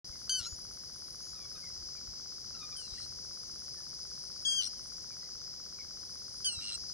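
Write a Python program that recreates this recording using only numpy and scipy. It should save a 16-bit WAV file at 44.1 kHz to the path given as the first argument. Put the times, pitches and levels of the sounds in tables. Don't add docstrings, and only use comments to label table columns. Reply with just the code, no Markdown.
import sys
import numpy as np
from scipy import signal
from scipy.fft import rfft, irfft
from scipy.io import wavfile
from scipy.ndimage import uniform_filter1d, map_coordinates

SR = 44100
rng = np.random.default_rng(int(sys.argv[2]) if len(sys.argv) > 2 else 0)


def file_out(sig):
    cols = np.atleast_2d(sig).T
    lim = np.clip(cols, -1, 1)
    pcm = np.round(lim * 32767).astype(np.int16)
    wavfile.write(sys.argv[1], SR, pcm)


N = 305613
TIME = np.arange(N) / SR
CLEAR_END_S = .021


def undb(db):
    return 10 ** (np.asarray(db) / 20)


def unit(x):
    return x / np.sqrt(np.mean(x ** 2))


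def at_hz(points, hz):
    f, value = np.transpose(points)
    return np.interp(np.log(np.maximum(hz, 1)), np.log(f), value)


def ramp(t, start, length):
    return np.clip((t - start) / length, 0, 1)


def gate(start, end, edge):
    return np.clip(np.minimum(TIME - start, end - TIME) / edge, 0, 1)


def walk(rate):
    step = max(int(SR / rate), 1)
    steps = np.repeat(rng.standard_normal(N // step + 1), step)
    return unit(uniform_filter1d(steps, step)[:N])


def ring(x, hz, width):
    b, a = signal.iirpeak(hz, hz / width, fs=SR)
    return signal.lfilter(b, a, signal.lfilter(b, a, x))


def place(x, pan_db, lag_ms):
    left = map_coordinates(x, [np.arange(N) - lag_ms * SR / 1000], order=3)
    return np.array([left * undb(pan_db / 2), x * undb(-pan_db / 2)])


def air(level_db=-57, gust_db=.9, crossover_hz=130, pan_db=7):
    # frequency_hz, relative_density_db
    spectrum = [(20, -15), (50, -1), (100, -2.5), (200, -6.5), (300, -12), (420, -11), (800, -16.5),
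                (1400, -19.5), (2200, -22.5), (3500, -22.5), (8000, -22), (12000, -30), (15500, -32)]
    # time_s, gain_db
    breeze = [(0, 0.5), (1.2, -2), (1.9, 0), (2.4, -3), (2.9, 2.5), (3.5, -1.5), (4.6, -3), (5.6, -1.5),
              (6.93, -2.5)]
    # frequency_hz, correlation
    coherence = [(60, 0.77), (130, 0.44), (290, 0.32), (640, 0.014), (15000, 0)]
    hz = np.arange(N // 2 + 1) * SR / N
    alike = at_hz(coherence, hz)
    noise = rfft(rng.standard_normal((2, N))) * undb(at_hz(spectrum, hz))
    mid, side = noise * np.sqrt([1 + alike, 1 - alike])
    both = np.array([mid + side, mid - side])
    low = 1 / (1 + (hz / crossover_hz) ** 2)
    breeze_db = np.interp(TIME, *np.transpose(breeze)) + gust_db * walk(7.4)
    rumble = irfft(both * low, N) * undb(breeze_db + np.array([[pan_db], [-pan_db]]) / 2)
    hiss = irfft(both * (1 - low), N)
    return undb(level_db) * unit(rumble + hiss)


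def bumps(width_s=.0072, pan_db=11):
    # time_s, pitch_hz, level_db
    nudges = [(0.103, 63, -45.5), (.411, 80.5, -44.5), (0.531, 64, -43), (1.83, 50, -52),
              (2.091, 69.6, -49.5), (2.93, 60.6, -47.5), (6.58, 78, -45.5)]
    out = 0
    for time_s, hz, db in nudges:
        t = TIME - time_s
        out += undb(db) * np.exp(-(t / width_s) ** 2) * np.sin(2 * np.pi * hz * t)
    return place(out, pan_db, 0)


def ticks(first_s=.0931, period_s=.06188, hz=1330, length_s=.0025, db=-45, left_share=-.04):
    times = np.arange(first_s, TIME[-1] - .01, period_s)
    timing, strength = rng.standard_normal((len(times), 2)).T
    kicks = np.zeros(N)
    kicks[((times + .0005 * timing) * SR).astype(int)] = undb(db + .4 * strength)
    t = TIME[:int(length_s * SR)]
    tick = np.sin(2 * np.pi * hz * t) * signal.windows.tukey(len(t), .4)
    return np.outer([left_share, 1], np.convolve(kicks, tick)[:N])


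def chorus(throb=.1, flicker_db=.92, diffuse=.62):
    # centre_hz, width_hz, level_db, pulse_rate_hz, pan_db, lag_ms
    bands = [(4882, 546, -50.5, 37, 9.5, -0.14), (5150, 575, -47.5, 10, 4, -0.14),
             (5643, 380, -55, 200, -0.5, -0.14), (5995, 510, -53.5, 81, 2.5, -0.13),
             (6830, 590, -68, 9.5, 2, -0.1)]
    # time_s, gain_db
    swell = [(0, -1.2), (1, -1.5), (1.9, .5), (3.5, 0.7), (5, 0.5), (6, -1), (6.93, 2.5)]
    out = 0
    for hz, width, db, rate, pan_db, lag_ms in bands:
        pulse_hz = rate * (1 + .0313 * walk(4.6))
        pulsing = 1 + throb * np.sin(2 * np.pi * np.cumsum(pulse_hz) / SR)
        drive = place(rng.standard_normal(N) * pulsing * undb(flicker_db * walk(20)), pan_db, lag_ms)
        out += undb(db) * unit(ring(drive + diffuse * rng.standard_normal((2, N)), hz, width))
    return out * undb(np.interp(TIME, *np.transpose(swell)))


def stridulation(bouts, wing, stroke_hz, tooth_hz, pan_db, rest=.58, drop_db=9, flatness=2.8):
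    stroke = np.cumsum(stroke_hz * (1 + .092 * walk(13))) / SR % 1
    tooth = np.cumsum(tooth_hz * (1 + .085 * walk(60))) / SR % 1
    force = np.exp(-tooth / 1.06) * (rest + np.sin(np.pi * stroke) ** 2) * undb(2 * walk(18))
    song = unit(sum(undb(db) * ring(force * rng.standard_normal(N), hz, width) for hz, width, db in wing))
    bouts_db = [db - drop_db * np.maximum((peak - TIME) / rise, (TIME - peak) / ebb) ** flatness
                for peak, db, rise, ebb in bouts]
    return place(song * undb(np.max(bouts_db, axis=0)), pan_db, lag_ms=-.031)


def crickets():
    # peak_s, level_db, rise_s, ebb_s
    near_bouts = [(.5, -72.5, 2.1, 2.6), (4.1, -64, 1.77, 1.15), (6.45, -65.5, .75, 1.3)]
    high_bouts = [(1.1, -64.5, 1.8, 0.77)]
    # centre_hz, width_hz, gain_db
    near_wing = [(8960, 910, -1), (9660, 560, 1), (10260, 700, -2.5)]
    high_wing = [(9600, 680, -0.064), (10620, 770, -0.44)]
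    near = stridulation(near_bouts, near_wing, stroke_hz=21.7, tooth_hz=202, pan_db=10)
    return near + stridulation(high_bouts, high_wing, stroke_hz=37.3, tooth_hz=440, pan_db=9.5)


def scatter(x, t60_s=.26, cutoff_hz=4500):
    t = TIME[:SR]
    tail = rng.standard_normal((2, SR)) * undb(-60 * t / t60_s) * np.minimum(t / .02, 1)
    tail = signal.lfilter(*signal.butter(1, cutoff_hz, fs=SR), tail)
    return signal.fftconvolve(x[None], unit(tail) / np.sqrt(SR), axes=1)[:, :N]


def echo(x, delay_s=.18, db=-41, cutoff_hz=3500):
    late = np.interp(TIME - delay_s, TIME, x, left=0)
    return place(undb(db) * signal.lfilter(*signal.butter(2, cutoff_hz, fs=SR), late), 0, 0)


def notes(table, harmonics_db, waver, edge, flutter_db):
    out = np.zeros(N)
    wander = walk(300)
    for start, length, from_hz, to_hz, db in table:
        on = (TIME >= start) & (TIME < start + length)
        progress = (TIME[on] - start) / length
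        hz = (to_hz + (from_hz - to_hz) * (1 - progress) ** .92) * (1 + waver * wander[on])
        phase = 2 * np.pi * np.cumsum(hz) / SR
        swell = np.clip(np.minimum(progress, 1 - progress) / edge, 0, 1)
        out[on] += swell * sum(undb(db + h) * np.sin(k * phase) for k, h in enumerate(harmonics_db, 1))
    return place(out * undb(flutter_db * walk(90)), pan_db=1, lag_ms=0)


def chicks():
    # start_s, length_s, from_hz, to_hz, level_db
    peeps = [(.435, 0.13, 6500, 7100, -48.5), (1.2, .16, 6370, 7100, -55.5)]
    return notes(peeps, (0,), waver=.002, edge=.2, flutter_db=2)


def far_birds():
    # start_s, length_s, from_hz, to_hz, level_db
    far_cries = [(1.345, 0.12, 1303, 1085, -65), (1.545, 0.042, 1316, 1196, -62),
                 (2.54, .12, 1355, 1204, -54.5), (2.722, 0.022, 1210, 1176, -56.5)]
    chirps = [(.125, 0.037, 2170, 2010, -63.5), (1.56, .04, 1540, 1535, -61.5),
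              (1.625, 0.056, 2193, 2080, -58), (1.955, 0.039, 2460, 2230, -65.5),
              (2.93, 0.034, 2410, 2090, -63), (2.975, 0.017, 1840, 2030, -56.5),
              (3.76, .045, 1810, 1710, -67), (4.51, .033, 2450, 2190, -63),
              (5.095, 0.051, 2450, 2190, -66.5), (5.225, 0.053, 1980, 2030, -65.5),
              (5.78, .044, 2460, 2090, -59.5)]
    direct = notes(far_cries, (-2, 2, -3), waver=.013, edge=.1, flutter_db=4)
    direct += notes(chirps, (0,), waver=.02, edge=.094, flutter_db=4)
    return direct + undb(-12) * scatter(direct[0])


def cry_pitch(t, start, end, hold_s, fall_s, held_hz, sag_hz_per_s, low_hz, flick_hz, accent_db):
    age = t - start
    settle = 35.7 * np.exp(-(age / .0359) ** 2)
    scoop = 20 * max(accent_db, 0) * np.exp(-(age / .007) ** 2)
    held = held_hz - sag_hz_per_s * np.minimum(age, hold_s)
    fall = (held - low_hz) * (1 - ramp(age, hold_s, fall_s)) ** 1.6
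    arch = 77.4 * np.sin(np.pi * ramp(age, hold_s + fall_s, .128))
    flick = flick_hz * ramp(t, end - .038, .022)
    return low_hz + settle - scoop + fall + arch + flick


def cry_level(t, start, rattle_start, end, hold_s, held_db, accent_db, sunk_db, closing_db):
    sunk = np.sin(np.pi / 2 * ramp(t, start + hold_s, .055)) ** 2
    closing = ramp(t, rattle_start, end - CLEAR_END_S - rattle_start) ** 1.1
    accent = accent_db * np.exp(-(t - start) / .012)
    release = -14 * ramp(t, end - .011, .011)
    return held_db + (sunk_db - held_db) * sunk + (closing_db - sunk_db) * closing + accent + release


def cry(row, high_timbre, low_timbre, rattle_depth=.88, bend=.0643, rasp_db=-7.5, flutter_db=2.5):
    (start, rattle_start, length, hold_s, fall_s, held_hz, sag, low_hz, flick_hz,
     held_db, accent_db, sunk_db, closing_db, rattle_hz, pan_db, lag_ms) = row
    # low_hz, high_hz
    register = (1406, 1544)
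    end = start + length
    on = (TIME >= start) & (TIME <= end)
    t = TIME[on]
    glide = cry_pitch(t, start, end, hold_s, fall_s, held_hz, sag, low_hz, flick_hz, accent_db)
    level_db = cry_level(t, start, rattle_start, end, hold_s, held_db, accent_db, sunk_db, closing_db)
    rattle = rattle_depth * gate(rattle_start - .006, end - CLEAR_END_S + .0057, .011)[on]
    opening = np.cos(np.pi * rattle_hz * (t - rattle_start)) ** 2
    chop = rattle * (1 - opening)
    jitter = .003 + .0706 * chop + .016 * np.exp(-(t - start) / .0067)
    hz = glide * (1 + bend * rattle * (opening - .7) + jitter * walk(1200)[on])
    phase = 2 * np.pi * np.cumsum(hz) / SR
    thinning_db = -10 * ramp(t, end - .075, .03)
    tone = 0
    for k, low_high_db in enumerate(zip(low_timbre, high_timbre), 1):
        db = np.interp(glide, register, low_high_db) + (k == 2) * thinning_db + flutter_db * walk(60)[on]
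        tone += undb(db) * np.sin(k * phase + rng.uniform(0, 2 * np.pi))
    rasp = undb(rasp_db) * rattle * unit(ring(rng.standard_normal(N), hz=3500, width=2400))[on]
    out = np.zeros(N)
    out[on] = (tone + rasp) * undb(level_db) * (1 - chop)
    return place(out * gate(start, end, .0011), pan_db, lag_ms)


def lapwing():
    # start_s, rattle_start_s, length_s, hold_s, fall_s, held_hz, sag_hz_per_s, low_hz, flick_hz,
    # held_db, accent_db, sunk_db, closing_db, rattle_hz, pan_db, lag_ms
    cries = [(.294, .404, 0.19, .088, 0.081, 1545, 360, 1288, 80, -33.5, 5.5, -44.5, -39.5, 111.7, 3.5, 0.022),
             (2.764, 2.916, .298, .018, 0.15, 1540, 0, 1302, 83, -47.5, -3, -55.5, -53, 106.3, 11.5, 0.079),
             (4.45, 4.614, .237, .126, .088, 1618, -0.5, 1400, -2, -32.5, -4, -30.5, -38.5, 100, 6, .17),
             (6.444, 6.604, .322, .021, 0.14, 1541, 0, 1311, 65, -27, -2.5, -44, -37.5, 101.4, 0, 0.089)]
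    high_timbres = [(-21, -5, -1.5, -2.5, -1.5, -13.5, -27.5, -26.5, -30),
                    (-17, -2, 2, -11, 5, -2, -36, -31, -32),
                    (-26, 3.5, -7.5, -6, -6.5, -19.5, -40, -35, -37),
                    (-33.5, -3, -1.5, -11, -8, -14, -52, -40, -36)]
    low_timbres = [(-12.5, -5.5, -2.5, -2.5, -8, -13.5, -20, -26, -32),
                   (-19, -2.5, 0.5, -9, -17, -1, -18, -26, -32), (-27, -1.5, -5, 4, -23, -2, -15, -34, -36),
                   (-20, 3.5, 2.5, -2, -19, 0, -30, -49, -42)]
    direct = sum(cry(*parts) for parts in zip(cries, high_timbres, low_timbres))
    return direct + undb(-29) * scatter(direct[0]) + echo(direct[0])


def scene():
    return lapwing() + chicks() + far_birds() + chorus() + crickets() + ticks() + bumps() + air()


def record(dry):
    # centre_hz, width_hz
    notches = [(2610, 354), (7740, 626)]
    open_s, cutoff_hz = .045, 15750
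    for hz, width in notches:
        b, a = signal.iirnotch(hz, hz / width, fs=SR)
        dry = signal.lfilter(b, a, signal.lfilter(b, a, dry))
    lowpass = signal.ellip(10, .2, 70, cutoff_hz, fs=SR, output="sos")
    return signal.sosfilt(lowpass, dry * (TIME > open_s))


dry = scene()
out = record(dry)
file_out(out)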